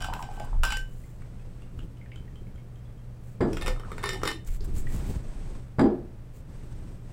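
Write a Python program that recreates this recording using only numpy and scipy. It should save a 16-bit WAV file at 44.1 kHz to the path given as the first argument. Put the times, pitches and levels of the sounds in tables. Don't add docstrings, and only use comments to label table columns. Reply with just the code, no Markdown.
import sys
import numpy as np
from scipy import signal
from scipy.fft import rfft, irfft
from scipy.io import wavfile
from scipy.ndimage import uniform_filter1d, minimum_filter1d

SR = 44100
rng = np.random.default_rng(int(sys.argv[2]) if len(sys.argv) > 2 else 0)


def master(y):
    cut = np.clip(np.atleast_2d(y).T, -1, 1)
    pcm = np.round(cut * 32767)
    wavfile.write(sys.argv[1], SR, pcm.astype(np.int16))


N = 313992
T = np.arange(N) / SR
CUTOFF_HZ = 15850


# (frequency [Hz], relative level [dB], t60 [s])
FIRST_MODES = [(1547, 2, .25), (1529, -9, .16), (865, -4, .06), (2450, -10, .13), (2560, -13, .14),
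               (2974, -6, .27), (3149, -14, .16), (3430, -12, .14), (3762, -13, .14), (3943, -13, .16),
               (4178, -16, .16), (4823, -13, .18), (5579, -18, .09), (7306, -15, .13), (7898, -14, .12)]
# (frequency [Hz], relative level [dB], t60 [s])
SECOND_MODES = [(1802, -3, 0.26), (1836, -3.5, 0.21), (2128, -1.5, 0.092), (2400, -12, 0.14),
                (2980, -12.5, 0.28), (3634, -9, 0.23), (3683, -3, 0.084), (4070, -12.5, 0.16),
                (4300, -12.5, 0.12), (4670, -9, 0.059), (4930, -15, 0.076), (5490, -9, 0.061),
                (7200, -11, 0.064), (9620, -7, 0.037)]
# (frequency [Hz], relative density [dB])
FIRST_CLATTER_SPECTRUM = [(300, -28), (600, -20), (850, 4), (1000, 2.5), (1400, 4), (1800, -18),
                          (3000, -5.5), (5000, -20.5), (9000, -24.5)]
SECOND_CLATTER_SPECTRUM = [(300, -23), (430, 9.5), (650, -20), (1000, -0.5), (1300, 5), (1650, -13),
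                           (2050, -2.5), (2800, -29), (4200, -26), (9000, -32)]

def jigger(refill_s=2.0):
    contacts = rim_contacts()
    early = contacts[:, 0] < refill_s
    first = steel(contacts[early], FIRST_MODES, FIRST_CLATTER_SPECTRUM, ring_gain_db=-8, slosh=0.0018,
                  clatter_t60_s=0.026, crack_t60_s=0.012, slip_db=-25)
    second = steel(contacts[~early], SECOND_MODES, SECOND_CLATTER_SPECTRUM, ring_gain_db=-6.5,
                   slosh=0.0039, clatter_t60_s=0.03, crack_t60_s=0.0073, slip_db=-8.5)
    return first + second + shaker_air(contacts[~early])


# (time [s], strength [dB], sharpness [dB], ring re strength [dB])
RIM_TAPS = [(.022, -40, 8, -2), (.044, -32.5, -5, -16), (0.1361, -32, -1.5, -7.5), (.225, -35.5, -3, -6.5),
            (0.3984, -42, 3, -6), (.634, -21.5, -4.5, -8.5), (0.6393, -23, -2.5, -4.5),
            (0.651, -25.5, 0, -10), (.705, -35, 4, 10), (0.7223, -26.5, 0, 1.5), (.770, -40, 12.5, -30),
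            (3.5322, -46.5, 12, -7), (3.570, -36, 2.5, -12), (3.612, -37.5, -4, 3), (3.622, -34, 2.5, -1.5),
            (3.662, -30, 0.5, -13), (3.670, -32, 1, -2), (3.680, -24.5, -2.5, -8), (3.797, -41.5, -2, -7),
            (3.917, -38.5, -7, -7.5), (3.981, -36.5, -5.5, -5), (4.0335, -34.5, -8, -2),
            (4.039, -27, -5.5, -0.5), (4.058, -33, -5.5, 4.5), (4.091, -26.5, -0.5, -1), (4.133, -38, 6, 2),
            (4.2164, -42, -6, -10), (4.2337, -25, -3, -11), (4.253, -27.5, -3, -2.5), (4.2758, -23, 1, 1)]
# (start [s], length [s], strength [dB], ring re strength [dB])
RIM_DRAGS = [(0.0, 0.066, -42.5, 4.5), (0.298, .14, -54.5, 2), (.66, .075, -42.5, 3.5),
             (4.027, .13, -40.5, -1.5), (4.255, .06, -37, -1)]

def rim_contacts(per_drag=8, spread_db=1.0, drag_sharp_db=-1.0):
    rows = list(RIM_TAPS)
    for start_s, length_s, db, loose_db in RIM_DRAGS:
        times_s = start_s + length_s * (np.arange(per_drag) + rng.random(per_drag)) / per_drag
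        rows += [(s, db + spread_db * rng.standard_normal(), drag_sharp_db, loose_db) for s in times_s]
    times_s, db, sharp_db, loose_db = np.transpose(rows)
    return np.column_stack([times_s, db - sharp_db, db + sharp_db, db + loose_db])


# (frequency [Hz], relative density [dB])
CRACK_SPECTRUM = [(1200, 4.5), (2100, 8.5), (3000, 7.5), (4200, -11), (5500, 5), (6400, -9.5), (7500, 3.5),
                  (8500, -3), (9800, -5.5), (12000, -15), (15000, -4), (16000, -54)]

def steel(contacts, modes, clatter_spectrum, ring_gain_db, slosh, clatter_t60_s, crack_t60_s, slip_db):
    times_s, clatter_db, crack_db, ring_db = np.transpose(contacts)
    hz, mode_db, t60_s = np.transpose(modes)[:, :, None]
    ringing, t = np.zeros(N), T[:SR // 3]
    decay = amp(mode_db - 60 * t / t60_s)
    for s, ping_db, db in zip(times_s, crack_db, ring_db):
        strength, detune, phase = rng.standard_normal((3, len(hz), 1))
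        waves = np.sin(2 * np.pi * (hz * (1 + slosh * detune) * t + phase))
        add(ringing, s, amp(db + ring_gain_db) * np.sum(amp(2 * strength) * decay * waves, axis=0))
        add(ringing, s, amp(ping_db - 14) * ping())
    slips_s = times_s[:, None] + rng.uniform(0.0033, 0.0133, size=(len(times_s), 3))
    strikes = clicks(times_s, crack_db) + clicks(slips_s.ravel(), np.repeat(crack_db + slip_db, 3))
    clatter = bursts(clicks(times_s, clatter_db), clatter_spectrum, clatter_t60_s, contact_s=0.00056)
    crack = bursts(strikes, CRACK_SPECTRUM, crack_t60_s, contact_s=0.0005)
    return ringing + clatter + crack


def ping(count=14, t60_s=0.028):
    t = T[:SR // 20]
    hz = rng.uniform(2400, 13500, (count, 1))
    modes = amp(at_hz(CRACK_SPECTRUM, hz)) * np.sin(2 * np.pi * hz * t)
    return np.sum(modes, axis=0) * amp(-60 * t / t60_s)


def shaker_air(contacts, ref_hz=509.6, ref_s=3.7, fall_hz_per_s=301.4, t60_s=0.16, gain_db=-10.5):
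    out, t = np.zeros(N), T[:SR // 3]
    decay = amp(-60 * t / t60_s)
    for s, clatter_db, _, _ in contacts:
        hz = ref_hz - fall_hz_per_s * (s + t - ref_s)
        add(out, s, amp(clatter_db + gain_db) * decay * np.sin(2 * np.pi * np.cumsum(hz) / SR))
    return out


# (frequency [Hz], relative level [dB], t60 [s])
BAR_MODES = [(114, 4, 0.076), (182.4, 2, 0.31), (237.5, -5.5, 0.54), (290, -2, .36), (357, 2.5, 0.34),
             (365, -12, 0.35), (444.5, -1.5, 0.36), (515, -27, 0.16), (612, -5.5, 0.45), (657.5, -10, 0.56),
             (796, -2, 0.24), (863, -20, 0.26), (1000, -12, 0.15)]
# (frequency [Hz], relative level [dB], t60 [s])
GLASS_MODES = [(1703, 3, .38), (2100, -5, .2), (3219, -13, .3), (4812, -8, .22), (4854, -6, .2),
               (7545, -13, .24), (8950, -18, .12)]
# (frequency [Hz], relative density [dB])
THUD_SPECTRUM = [(50, -5), (120, -2.5), (220, 5), (350, 8), (550, -7.5), (900, -14.5), (1400, -24.5),
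                 (2100, -39), (2800, -43.5), (4500, -46.5), (6500, -61), (12000, -93)]
# (frequency [Hz], relative density [dB])
CLACK_SPECTRUM = [(300, -0.5), (600, 4), (900, -0.5), (1400, -2.5), (2100, -10.5), (2700, -24.5),
                  (3500, -20), (5000, -29), (6200, -39), (8000, -28), (12000, -57)]

def bottle():
    times_s, thud_db, clack_db, glass_db = settling().T
    strikes = clicks(times_s, thud_db)
    push = signal.lfilter(*signal.butter(2, 1500, fs=SR), strikes + 1e-18)
    boards = sum(ring(push * amp(db - 15.5), hz, t60_s) for hz, db, t60_s in BAR_MODES)
    glass = sum(ring(clicks(times_s, glass_db + db), hz, t60_s) for hz, db, t60_s in GLASS_MODES)
    thud = amp(-5.5) * bursts(strikes, THUD_SPECTRUM, t60_s=0.42, contact_s=0.0029)
    clack = amp(8) * bursts(clicks(times_s, clack_db), CLACK_SPECTRUM, t60_s=0.19, contact_s=0.00021)
    return boards + thud + glass + clack


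# (time [s], delay until flat [s], thud [dB], clack [dB], glass ring [dB], thud loss per rock [dB])
BOTTLE_KNOCKS = [(3.4059, .002, -15.5, -36.5, -45.5, 4.5), (5.7855, .008, -12.5, -32, -40, 2)]

def settling(count=4, rock_s=0.0215, jitter=0.12, fade_db=12.5, heel_thud_db=-2.5, heel_clack_db=-17):
    rows = []
    for heel_s, flat_s, thud_db, clack_db, glass_db, loss_db in BOTTLE_KNOCKS:
        rows.append((heel_s, thud_db + heel_thud_db, clack_db + heel_clack_db, glass_db + heel_clack_db))
        s = heel_s + flat_s
        for k in range(count):
            rows.append((s, thud_db - k * loss_db, clack_db - k * fade_db, glass_db - k * fade_db))
            s += rock_s * (1 + jitter * rng.uniform(-1, 1))
    return np.array(rows)


# (time [s], relative level [dB], frequency [Hz])
LARGE_BUBBLES = [(.045, -32, 730), (.126, -23.5, 910), (0.138, -23, 736), (.192, -26.5, 1004),
                 (.204, -30, 910), (.229, -30, 796), (.288, -29, 786), (.377, -32, 796), (.403, -22, 790),
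                 (.529, -29, 864), (1.037, -52.5, 2010), (2.013, -47, 2100), (2.059, -45, 1770),
                 (2.117, -37.5, 2196), (2.278, -48, 1860), (2.467, -52, 2160), (2.58, -53, 2120),
                 (2.853, -59, 3350), (3.57, -27.5, 1390), (4.869, -34, 1900)]

def bubbles(rise_per_s=1.85, tone_db=-2, splash_db=-5, t60_at_1khz_s=0.031):
    out, t = np.zeros(N), T[:SR // 10]
    attack = 1 - np.exp(-t / 0.001)
    for s, db, hz in LARGE_BUBBLES + glugs():
        t60_s = t60_at_1khz_s * (hz / 1000) ** 0.27
        tone = amp(tone_db - 60 * t / t60_s) * np.sin(2 * np.pi * hz * t * (1 + rise_per_s * t))
        splash = amp(splash_db) * puff(hz, t60_s=0.026)
        add(out, s, amp(db) * attack * (tone + splash))
    return out


# (time [s], relative level [dB])
BOTTLE_GLUGS = [(1.22, -50), (1.396, -56), (1.620, -48), (1.790, -44.5), (1.970, -56), (2.158, -43.5),
                (2.356, -48.5), (2.557, -52.5), (2.757, -55.5), (2.974, -63)]

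def glugs(empty_hz=2210, full_hz=3187, fill_tau_s=0.53):
    start_s = BOTTLE_GLUGS[0][0]
    return [(s, db, full_hz - (full_hz - empty_hz) * np.exp((start_s - s) / fill_tau_s))
            for s, db in BOTTLE_GLUGS]


# (start [s], length [s], level [dB])
JIGGER_POURS = [(-.05, 0.17, -46), (0.287, 0.21, -57.5), (3.56, 0.61, -55)]

def stream(bubbles_per_s=450, t60_cycles=24, low_hz=720, high_hz=1500, pitches=20):
    born = rng.random(N) < bubbles_per_s / SR
    size_db = 7.1 * np.minimum(rng.exponential(1, N), 4)
    kicks = born * amp(size_db) * rng.choice([-1, 1], N)
    pitch_index = rng.integers(0, pitches, N)
    crowd = sum(ring(kicks * (pitch_index == k), hz, t60_cycles / hz)
                for k, hz in enumerate(np.geomspace(low_hz, high_hz, pitches)))
    return gestures(*np.transpose(JIGGER_POURS), rest_db=-np.inf) * unit_rms(crowd)


# (time [s], level [dB], frequency [Hz])
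FINGER_TICKS = [(3.53, -44, 5070), (4.448, -50, 7400), (4.484, -50, 2180), (4.607, -43.5, 4540),
                (4.782, -41.5, 7560), (5.7945, -45, 8340)]
# (level re glug [dB], frequency [Hz])
GLUG_TICKS = [(-2.5, 1290), (-13, 7400)]

def ticks(t60_s=0.022):
    out = np.zeros(N)
    neck = [(s, db + tick_db, hz) for s, db in BOTTLE_GLUGS for tick_db, hz in GLUG_TICKS]
    for s, db, hz in FINGER_TICKS + neck:
        add(out, s, amp(db) * puff(hz, t60_s))
    return out


# (start [s], length [s], rumble [dB], clip tug [dB], sleeve [dB])
ARM_MOVES = [(-.1, 0.6, -32.5, -65, -52.5), (0.483, 0.21, -17.5, -63, -60.5), (0.74, 0.14, -25.5, -67, -74),
             (1.14, 0.49, -39, -57, -60.5), (1.695, 0.13, -49, -37.5, -62), (2.128, 0.38, -55, -45, -71),
             (3.446, 0.18, -29, -62, -48), (3.6, 0.097, -19, -60, -46.5), (3.828, 0.416, -35.5, -62, -49.5),
             (4.444, 0.1, -22, -51, -75), (4.573, 0.31, -24, -34.5, -52.5), (4.877, 0.28, -31, -33.5, -45),
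             (5.208, 0.36, -32.5, -47, -50.5), (6.46, 0.47, -39.5, -42.5, -55.5),
             (7.023, .15, -42, -52, -55.5)]
# (centre [s], length [s], level [dB])
CLOTH_BRUSHES = [(.203, .038, -55), (0.348, 0.083, -64), (0.453, 0.016, -54.5), (1.007, 0.33, -64.5),
                 (3.29, 0.14, -66), (4.478, 0.027, -48.5), (4.537, 0.078, -53), (4.652, 0.022, -51.5),
                 (4.78, 0.064, -47.5), (4.946, 0.12, -51), (5.1, 0.095, -53.5), (6.37, 0.072, -62)]
BRUSH_SPECTRUM = [(2000, 0), (5500, -4.5), (7500, 5.5), (9800, -1.5), (12000, -3), (15000, -1.5),
                  (16000, -0.5)]
SLEEVE_SPECTRUM = [(100, 25), (250, 15.5), (450, 8.5), (900, 1.5), (2000, -5), (4000, -11.5), (5600, -12),
                   (7200, -13.5), (8200, -6), (9200, -17), (12000, -25), (16000, -69)]
RUMBLE_SPECTRUM = [(15, 5.5), (26, 8.5), (40, -6.5), (60, -17), (100, -37.5), (200, -43), (400, -86)]
TUG_SPECTRUM = [(30, 10), (65, 5.5), (140, -2), (260, -10), (400, -14), (800, -51.5)]

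def jacket(grain_db=2.0, lumpy_db=1.0, jerky_db=3.5):
    start_s, length_s, rumble_db, tug_db, sleeve_db = np.transpose(ARM_MOVES)
    brush_gain = sum(amp(db) * np.exp(-(2 * (T - s) / span_s) ** 2) for s, span_s, db in CLOTH_BRUSHES)
    sleeve_gain = amp(7) * gestures(start_s, length_s, sleeve_db, rest_db=-64.5)
    rumble_gain = amp(0.5) * gestures(start_s, length_s, rumble_db, rest_db=-42.5)
    tug_gain = gestures(start_s, length_s, tug_db, rest_db=-62.5)
    brush = brush_gain * noise(BRUSH_SPECTRUM) * amp(grain_db * drift(rate_hz=150))
    sleeve = sleeve_gain * noise(SLEEVE_SPECTRUM) * amp(lumpy_db * drift(rate_hz=24))
    rumble = rumble_gain * np.tanh(noise(RUMBLE_SPECTRUM))
    tug = tug_gain * noise(TUG_SPECTRUM) * amp(jerky_db * drift(rate_hz=17))
    return brush + sleeve + rumble + tug


# (frequency [Hz], t60 [s])
ROOM_DECAY = [(100, 1), (400, 0.26), (1500, 0.17), (4000, 0.28), (9000, 0.1), (16000, 0.38)]

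def room(x, gap_s=0.008):
    t, tail = T[:SR // 2], 0
    for low_hz in 62.5 * 2 ** np.arange(8):
        octave = signal.butter(2, [low_hz, 2 * low_hz], "band", fs=SR, output="sos")
        decay = amp(-60 * t / at_hz(ROOM_DECAY, low_hz * np.sqrt(2)))
        tail = tail + signal.sosfilt(octave, rng.standard_normal(len(t))) * decay
    tail = tail * np.clip(t / gap_s - 0.5, 0, 1)
    return signal.fftconvolve(x, tail / np.sqrt(np.sum(tail ** 2)))[:N]


# (frequency [Hz], relative density [dB])
VENT_SPECTRUM = [(24, -28), (40, -4.5), (69, -3), (91, -13), (103, -8), (123, -7), (147, -11.5),
                 (362, -25.5), (453, -24.5), (526, -25.5), (710, -33), (2190, -42.5), (3610, -49.5),
                 (8040, -54.5), (15800, -57)]
# (frequency [Hz], level [dB])
MAINS_HUM = [(120, -44.5), (180, -57.5)]

def background(vent_db=-46):
    vent = amp(vent_db) * noise(VENT_SPECTRUM)
    hum = sum(amp(db) * np.sin(2 * np.pi * (hz * T + rng.random())) for hz, db in MAINS_HUM)
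    return vent + hum


def amp(db):
    return 10 ** (np.asarray(db) / 20)


def unit_rms(x):
    return x / np.sqrt(np.mean(x ** 2) + 1e-20)


def at_hz(points, hz):
    points = np.array(points)
    return np.interp(np.log(np.maximum(hz, 1)), np.log(points[:, 0]), points[:, 1])


def noise(spectrum):
    hz = np.arange(N // 2 + 1) * SR / N
    gain = amp(at_hz(spectrum, hz)) * (hz > 12)
    return unit_rms(irfft(rfft(rng.standard_normal(N)) * gain, N))


def drift(rate_hz):
    return noise([(rate_hz, 0), (2 * rate_hz, -20), (10 * rate_hz, -100)])


def add(out, s, sound):
    at = max(0, round(s * SR))
    out[at:at + len(sound)] += sound[:max(0, N - at)]


def clicks(times_s, db):
    return np.bincount(np.clip(np.round(times_s * SR).astype(int), 0, N - 1), amp(db), N)


def ring(strikes, hz, t60_s):
    r, w = amp(-60 / (t60_s * SR)), 2 * np.pi * hz / SR
    return signal.lfilter([0, np.sin(w)], [1, -2 * r * np.cos(w), r * r], strikes + 1e-18)


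def bursts(strikes, spectrum, t60_s, contact_s):
    decay, swell = amp(-120 / (t60_s * SR)), np.exp(-1 / (contact_s * SR))
    envelope = np.sqrt(signal.lfilter([1], [1, -decay], strikes ** 2 + 1e-18))
    return noise(spectrum) * signal.lfilter([1 - swell], [1, -swell], envelope)


def puff(hz, t60_s):
    t = T[:SR // 10]
    band = signal.butter(1, [hz * 0.85, min(hz * 1.216, CUTOFF_HZ)], "band", fs=SR, output="sos")
    hiss = signal.sosfilt(np.vstack([band, band]), rng.standard_normal(len(t)))
    return unit_rms(hiss) * amp(-60 * t / t60_s)


def gestures(starts_s, lengths_s, levels_db, rest_db, attack_s=0.061, release_s=0.074):
    power = amp(rest_db) ** 2
    for s, length_s, db in zip(starts_s, lengths_s, levels_db):
        attack = np.clip((T - s) / attack_s, 0, 1)
        release = np.exp(-np.maximum(T - s - length_s, 0) / release_s)
        power = power + (amp(db) * attack * release) ** 2
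    return np.sqrt(power)


def scene():
    metal = jigger()
    pouring = bubbles() + stream() + ticks()
    reverb = room(amp(-7) * metal + amp(-4) * pouring)
    return (metal + pouring + reverb + bottle() + jacket() + background())[None]


def record(dry, ceiling_db=-10.5, release_db_per_s=130, window_samples=89):
    over_db = np.maximum(20 * np.log10(np.abs(dry[0]) + 1e-9) - ceiling_db, 0)
    held_db = np.maximum.accumulate(over_db + release_db_per_s * T) - release_db_per_s * T
    gain_db = uniform_filter1d(minimum_filter1d(-held_db, window_samples), window_samples)
    lowpass = signal.ellip(12, 0.1, 80, CUTOFF_HZ, fs=SR, output="sos")
    return signal.sosfilt(lowpass, dry * amp(gain_db))


dry = scene()
out = record(dry)
master(out)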